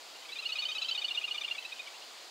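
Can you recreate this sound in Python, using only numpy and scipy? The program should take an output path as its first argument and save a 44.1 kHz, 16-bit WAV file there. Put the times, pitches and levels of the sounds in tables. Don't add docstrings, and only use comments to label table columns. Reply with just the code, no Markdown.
import sys
import numpy as np
from scipy import signal
from scipy.fft import rfft, irfft, next_fast_len
from scipy.io import wavfile
from scipy.ndimage import uniform_filter1d, map_coordinates

SR = 44100
rng = np.random.default_rng(int(sys.argv[2]) if len(sys.argv) > 2 else 0)


def natural_amplitude(level_db):
    exponent = np.asarray(level_db, float) / 20
    return 10 ** exponent


def store_wav(level_fs):
    pcm = np.round(np.clip(np.atleast_2d(level_fs), -1, 1) * 32767)
    wavfile.write(sys.argv[1], SR, pcm.T.astype(np.int16))


N = 101430

# multiple of the pitch, level/dB relative to the second partial
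HIGH_WEAK = [(1, -31), (4, -30), (9, -43), (10, -38), (11, -41)]
HIGH_VOICE = dict(attack_s=.007, release_s=.0075, sag_db=3.5,
                  rasp_lead_s=.006, rasp_spread_s=.0035, rasp_hz=3100, rasp_width_hz=500,
                  rasp_start_db=-11.5, rasp_end_db=-20, rasp_held_db=-23)


def unit(x):
    return x / np.sqrt(np.mean(x ** 2) + 1e-20)


def wobble(rate, size):
    points = rng.standard_normal(int(size * rate / SR) + 4)
    return map_coordinates(points, [np.arange(size) * rate / SR])


def ramp(u):
    return np.sin(np.pi / 2 * np.clip(u, 0, 1)) ** 2


def filtered(x, response):
    size = next_fast_len(N + 8192)
    return irfft(rfft(x, size) * response(np.fft.rfftfreq(size, 1 / SR)), size)[..., :N]


def rush(spectrum, patchy_db):
    noise = signal.stft(rng.standard_normal(N), nperseg=512)[2]
    patches = uniform_filter1d(rng.standard_normal(noise.shape), 6, 0)
    patches = unit(uniform_filter1d(patches, 12, 1))
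    patchy = signal.istft(noise * natural_amplitude(patchy_db * patches), nperseg=512)[1][:N]
    f, db = np.transpose(spectrum)
    colour = lambda hz: natural_amplitude(np.interp(np.log(hz + 1), np.log(f + 1), db))
    return unit(filtered(patchy, colour))


def pond():
    # f/Hz, level per Hz/dB
    hiss = [(110, -37), (300, -11), (700, -2), (1700, -8), (3200, -4), (4900, -3), (5600, -13.5),
            (16000, -70)]
    # f/Hz, level per Hz/dB
    hiss_side = [(76, -53), (130, -17), (400, -1), (520, 0), (760, -1.5), (946, 1.3), (6500, -14),
                 (9100, -28.5), (15400, -36)]
    # f/Hz, level per Hz/dB
    deep = [(20, -1), (60, 1.5), (150, 1.5), (400, -20)]
    # f/Hz, level per Hz/dB
    air = [(4800, -25), (5500, -2), (6800, 1), (7700, -2), (8500, -4), (9300, -8.5), (12000, -12.5),
           (15800, -15)]
    patchy_db = 0.74
    swell_db = .35 * wobble(3.3, N)
    mid = natural_amplitude(-50.5 + swell_db) * rush(hiss, patchy_db)
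    mid = mid + natural_amplitude(-89.5) * rush(deep, 1.1)
    mid = mid + natural_amplitude(-58.5) * rush(air, .5)
    side = natural_amplitude(-60.5) * rush(hiss_side, patchy_db) + natural_amplitude(-81) * rush(deep, 1.1)
    return np.array([mid + side, mid - side])


def bird(calls, weak, windpipe, scoop, scoop_s, drift, drop, drop_s, attack_s, release_s, sag_db,
         rasp_lead_s, rasp_spread_s, rasp_hz, rasp_width_hz, rasp_start_db, rasp_end_db, rasp_held_db):
    leg_s, leg_db = .006, -14
    snap_s, tiring_s = 2.1, 1.27
    out = np.zeros(N + SR)
    t = np.arange(-600, 2200) / SR

    def lift_db(hz):
        return sum(db / (1 + ((hz - centre) / width) ** 2) for centre, width, db in windpipe)

    def puff(at, db):
        return natural_amplitude(db + rng.normal(0, 1.8)) * np.exp(-((t - at) / rasp_spread_s) ** 2)

    for start, length, hz, second_db, third_db in calls:
        rise_s = scoop_s * np.exp(-start / snap_s)
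        bend = -scoop * np.exp(-np.clip(t, -leg_s, 1) / rise_s)
        bend = bend + drift * np.exp(-start / tiring_s) * (t - length / 2)
        bend = np.maximum(bend, -.3)
        bend = bend - drop * np.exp(np.clip(t - length, -1, leg_s / 2) / drop_s)
        bend = bend + .004 * wobble(252, t.size)
        pitch = hz * (1 + bend)
        phase = 2 * np.pi * np.cumsum(pitch) / SR

        env = ramp(t / attack_s + 0.29) * ramp((length - t) / release_s + 0.39)
        env = env * natural_amplitude(-sag_db * (t / length - .5))
        legs = ramp(2 * (t / leg_s + 1)) * ramp(2 * ((length - t) / leg_s + 1))
        env = env + natural_amplitude(leg_db) * legs

        partials = [(2, second_db), (3, third_db)]
        for k, db in weak:
            bright_db = .5 * (third_db - second_db) if k > 3 else 0
            partials.append((k, second_db + db + bright_db + rng.normal(0, 1.8)))
        note = 0
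        for k, db in partials:
            flutter_db = 1.1 * (1.4 if k > 2 else 1) * wobble(170, t.size)
            gain_db = db + lift_db(k * pitch) - lift_db(k * hz) + flutter_db
            rough = 1 + natural_amplitude(-19) * wobble(1502, t.size)
            tone = np.sin(k * phase + rng.uniform(0, 2 * np.pi))
            note = note + np.sqrt(2) * natural_amplitude(gain_db) * rough * tone

        breath = 2 * wobble(2 * rasp_width_hz, t.size)
        breath = breath * np.sin(2 * np.pi * rasp_hz * rng.uniform(.93, 1.07) * t)
        rasp = puff(-rasp_lead_s, rasp_start_db) + puff(length + rasp_lead_s, rasp_end_db)
        rasp = rasp + natural_amplitude(rasp_held_db) * env
        rasp_db = (second_db + max(second_db, third_db)) / 2
        first = round((start + t[0]) * SR)
        out[first:first + t.size] += env * note + natural_amplitude(rasp_db) * breath * rasp
    return out[:N]


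def lower_bird():
    # t/s, length/s, pitch f/Hz,
    # second partial level/dB, third partial level/dB
    low_calls = [(0.152, 0.018, 1410, -54.5, -65), (0.221, 0.014, 1036, -57, -52.5),
                 (0.289, 0.017, 1152, -49.5, -49), (0.356, 0.019, 1238, -45.5, -46.5),
                 (0.423, 0.019, 1288, -44, -49.5), (0.489, 0.023, 1294, -41.5, -45),
                 (0.554, 0.022, 1254, -40, -45.5), (0.62, 0.025, 1237, -41, -40.5),
                 (0.685, 0.027, 1248, -41, -40.5), (0.75, 0.026, 1293, -41, -41.5),
                 (0.817, 0.019, 1332, -39.5, -34.5), (0.885, 0.017, 1350, -38, -33.5),
                 (0.949, 0.017, 1249, -44, -37), (1.016, 0.015, 1236, -42.5, -38.5),
                 (1.081, 0.015, 1220, -44.5, -38), (1.147, 0.017, 1228, -44.5, -39),
                 (1.212, 0.014, 1258, -41.5, -49), (1.277, 0.016, 1242, -41, -44.5),
                 (1.344, 0.019, 1205, -41, -42.5), (1.411, 0.014, 1212, -40.5, -41.5),
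                 (1.479, 0.012, 1207, -41.5, -43), (1.548, 0.015, 1150, -46.5, -47),
                 (1.622, 0.014, 1036, -56, -50), (1.69, 0.016, 1005, -58, -56),
                 (1.871, 0.014, 1156.0, -48, -55), (2.032, 0.0071, 1110, -62, -51)]
    # multiple of the pitch, level/dB relative to the second partial
    low_weak = [(1, -16), (4, -16), (5, -18), (6, -33), (9, -38), (10, -37)]
    # f/Hz, width/Hz, level/dB
    low_pipe = [
        (1850, 220, -12),
        (3300, 250, 2.5),
    ]
    return bird(low_calls, low_weak, low_pipe,
                scoop=.09, scoop_s=.0022, drift=-.6, drop=.08, drop_s=.0022,
                attack_s=.0068, release_s=.007, sag_db=2,
                rasp_lead_s=.003, rasp_spread_s=.004, rasp_hz=3400, rasp_width_hz=500,
                rasp_start_db=-13, rasp_end_db=-13, rasp_held_db=-13.5)


def faint_slurs():
    # t/s, length/s, pitch f/Hz, second partial level/dB, third partial level/dB
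    faint_calls = [
        (.25, 0.017, 1370, -52, -61),
        (1.76, 0.018, 1533, -52, -60),
        (1.86, .016, 1540, -51, -70),
        (1.938, 0.0183, 1420, -54, -66),
        (2.016, 0.017, 1470, -52.5, -65),
    ]
    return bird(faint_calls, HIGH_WEAK, [], scoop=.17, scoop_s=.011, drift=4.5, drop=.02, drop_s=.004,
                **HIGH_VOICE)


def higher_bird():
    # t/s, length/s, pitch f/Hz, second partial level/dB, third partial level/dB
    high_calls = [(0.32, 0.018, 1340, -45, -42.5), (0.386, 0.019, 1379, -40.5, -41),
                  (0.454, 0.022, 1460, -37, -40.5), (0.519, 0.021, 1477, -38, -40),
                  (0.584, 0.026, 1478, -37.5, -38), (0.652, 0.021, 1545, -37.5, -50.5),
                  (0.716, 0.019, 1562, -39.5, -54), (0.781, 0.021, 1535, -40.5, -52),
                  (0.846, 0.02, 1572, -38.5, -53), (0.911, 0.021, 1550, -36.5, -51),
                  (0.976, 0.024, 1494, -37, -42.5), (1.043, 0.016, 1486, -34.5, -40.5),
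                  (1.107, 0.017, 1436, -34, -46), (1.173, 0.019, 1447, -32, -47),
                  (1.24, 0.015, 1431, -31.2, -47), (1.309, 0.018, 1467, -35.5, -43.5),
                  (1.378, 0.012, 1483, -36, -43.5), (1.445, 0.01, 1450, -32, -48),
                  (1.51, 0.016, 1420, -32, -48.5), (1.581, 0.014, 1329, -37.5, -46),
                  (1.649, 0.018, 1326, -41.5, -46), (1.72, 0.016, 1261, -41, -47.5),
                  (1.793, 0.017, 1250, -40, -47)]
    # f/Hz, width/Hz, level/dB
    high_pipe = [
        (2850, 230, 8),
        (4450, 100, 8),
        (4720, 170, -15),
    ]
    return bird(high_calls, HIGH_WEAK, high_pipe, scoop=.065, scoop_s=.006, drift=2.4, drop=.02, drop_s=.003,
                **HIGH_VOICE)


def place(high, low):
    # t/s, level/dB on the left (opposite on the right)
    turning = [(.3, -1.4), (.9, -1.5), (1.2, -1.4), (1.55, -1.3), (1.8, -1.1)]
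    pan_db = np.interp(np.arange(N) / SR, *np.transpose(turning))
    lower_band = lambda hz: 1 / (1 + (hz / 3800) ** 10)
    lean = filtered(high * (natural_amplitude(pan_db) - 1), lower_band)
    return np.array([high + lean, high - lean]) + low * natural_amplitude([[0.8], [-0.8]])


def banks(x):
    t60_s, build_up_s = .35, .015
    alike = .96
    t = np.arange(SR // 3) / SR
    tail = rng.standard_normal((2, t.size)) * natural_amplitude(-60 * t / t60_s) * ramp(t / build_up_s)
    mid, side = tail / np.linalg.norm(tail[0]) * np.sqrt([[alike], [1 - alike]])
    echo = np.array([mid + side, mid - side])
    return natural_amplitude(-13.5) * signal.fftconvolve(x[None], echo, axes=1)[:, :N]


def droplets():
    # t/s, peak level/dB
    ticks = [
        (1.6, -56),
        (1.385, -62),
        (1.657, -58),
    ]
    t = np.arange(N) / SR
    tick_s = .0012
    env = sum(natural_amplitude(db) * np.exp(-((t - start) / tick_s) ** 2) for start, db in ticks)
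    bright = lambda hz: 1 / (1 + (9000 / (hz + 1)) ** 10)
    return filtered(env * rng.standard_normal(N), bright)


def scene():
    water = pond()
    low = lower_bird()
    high = faint_slurs() + higher_bird()
    return water + place(high, low) + banks(high + low) + droplets()


def band_limit(x):
    return signal.sosfilt(signal.butter(12, 16560, fs=SR, output="sos"), x)


def record(dry):
    mix = filtered(dry, lambda hz: hz < 15750)
    return band_limit(mix)


dry = scene()
out = record(dry)
store_wav(out)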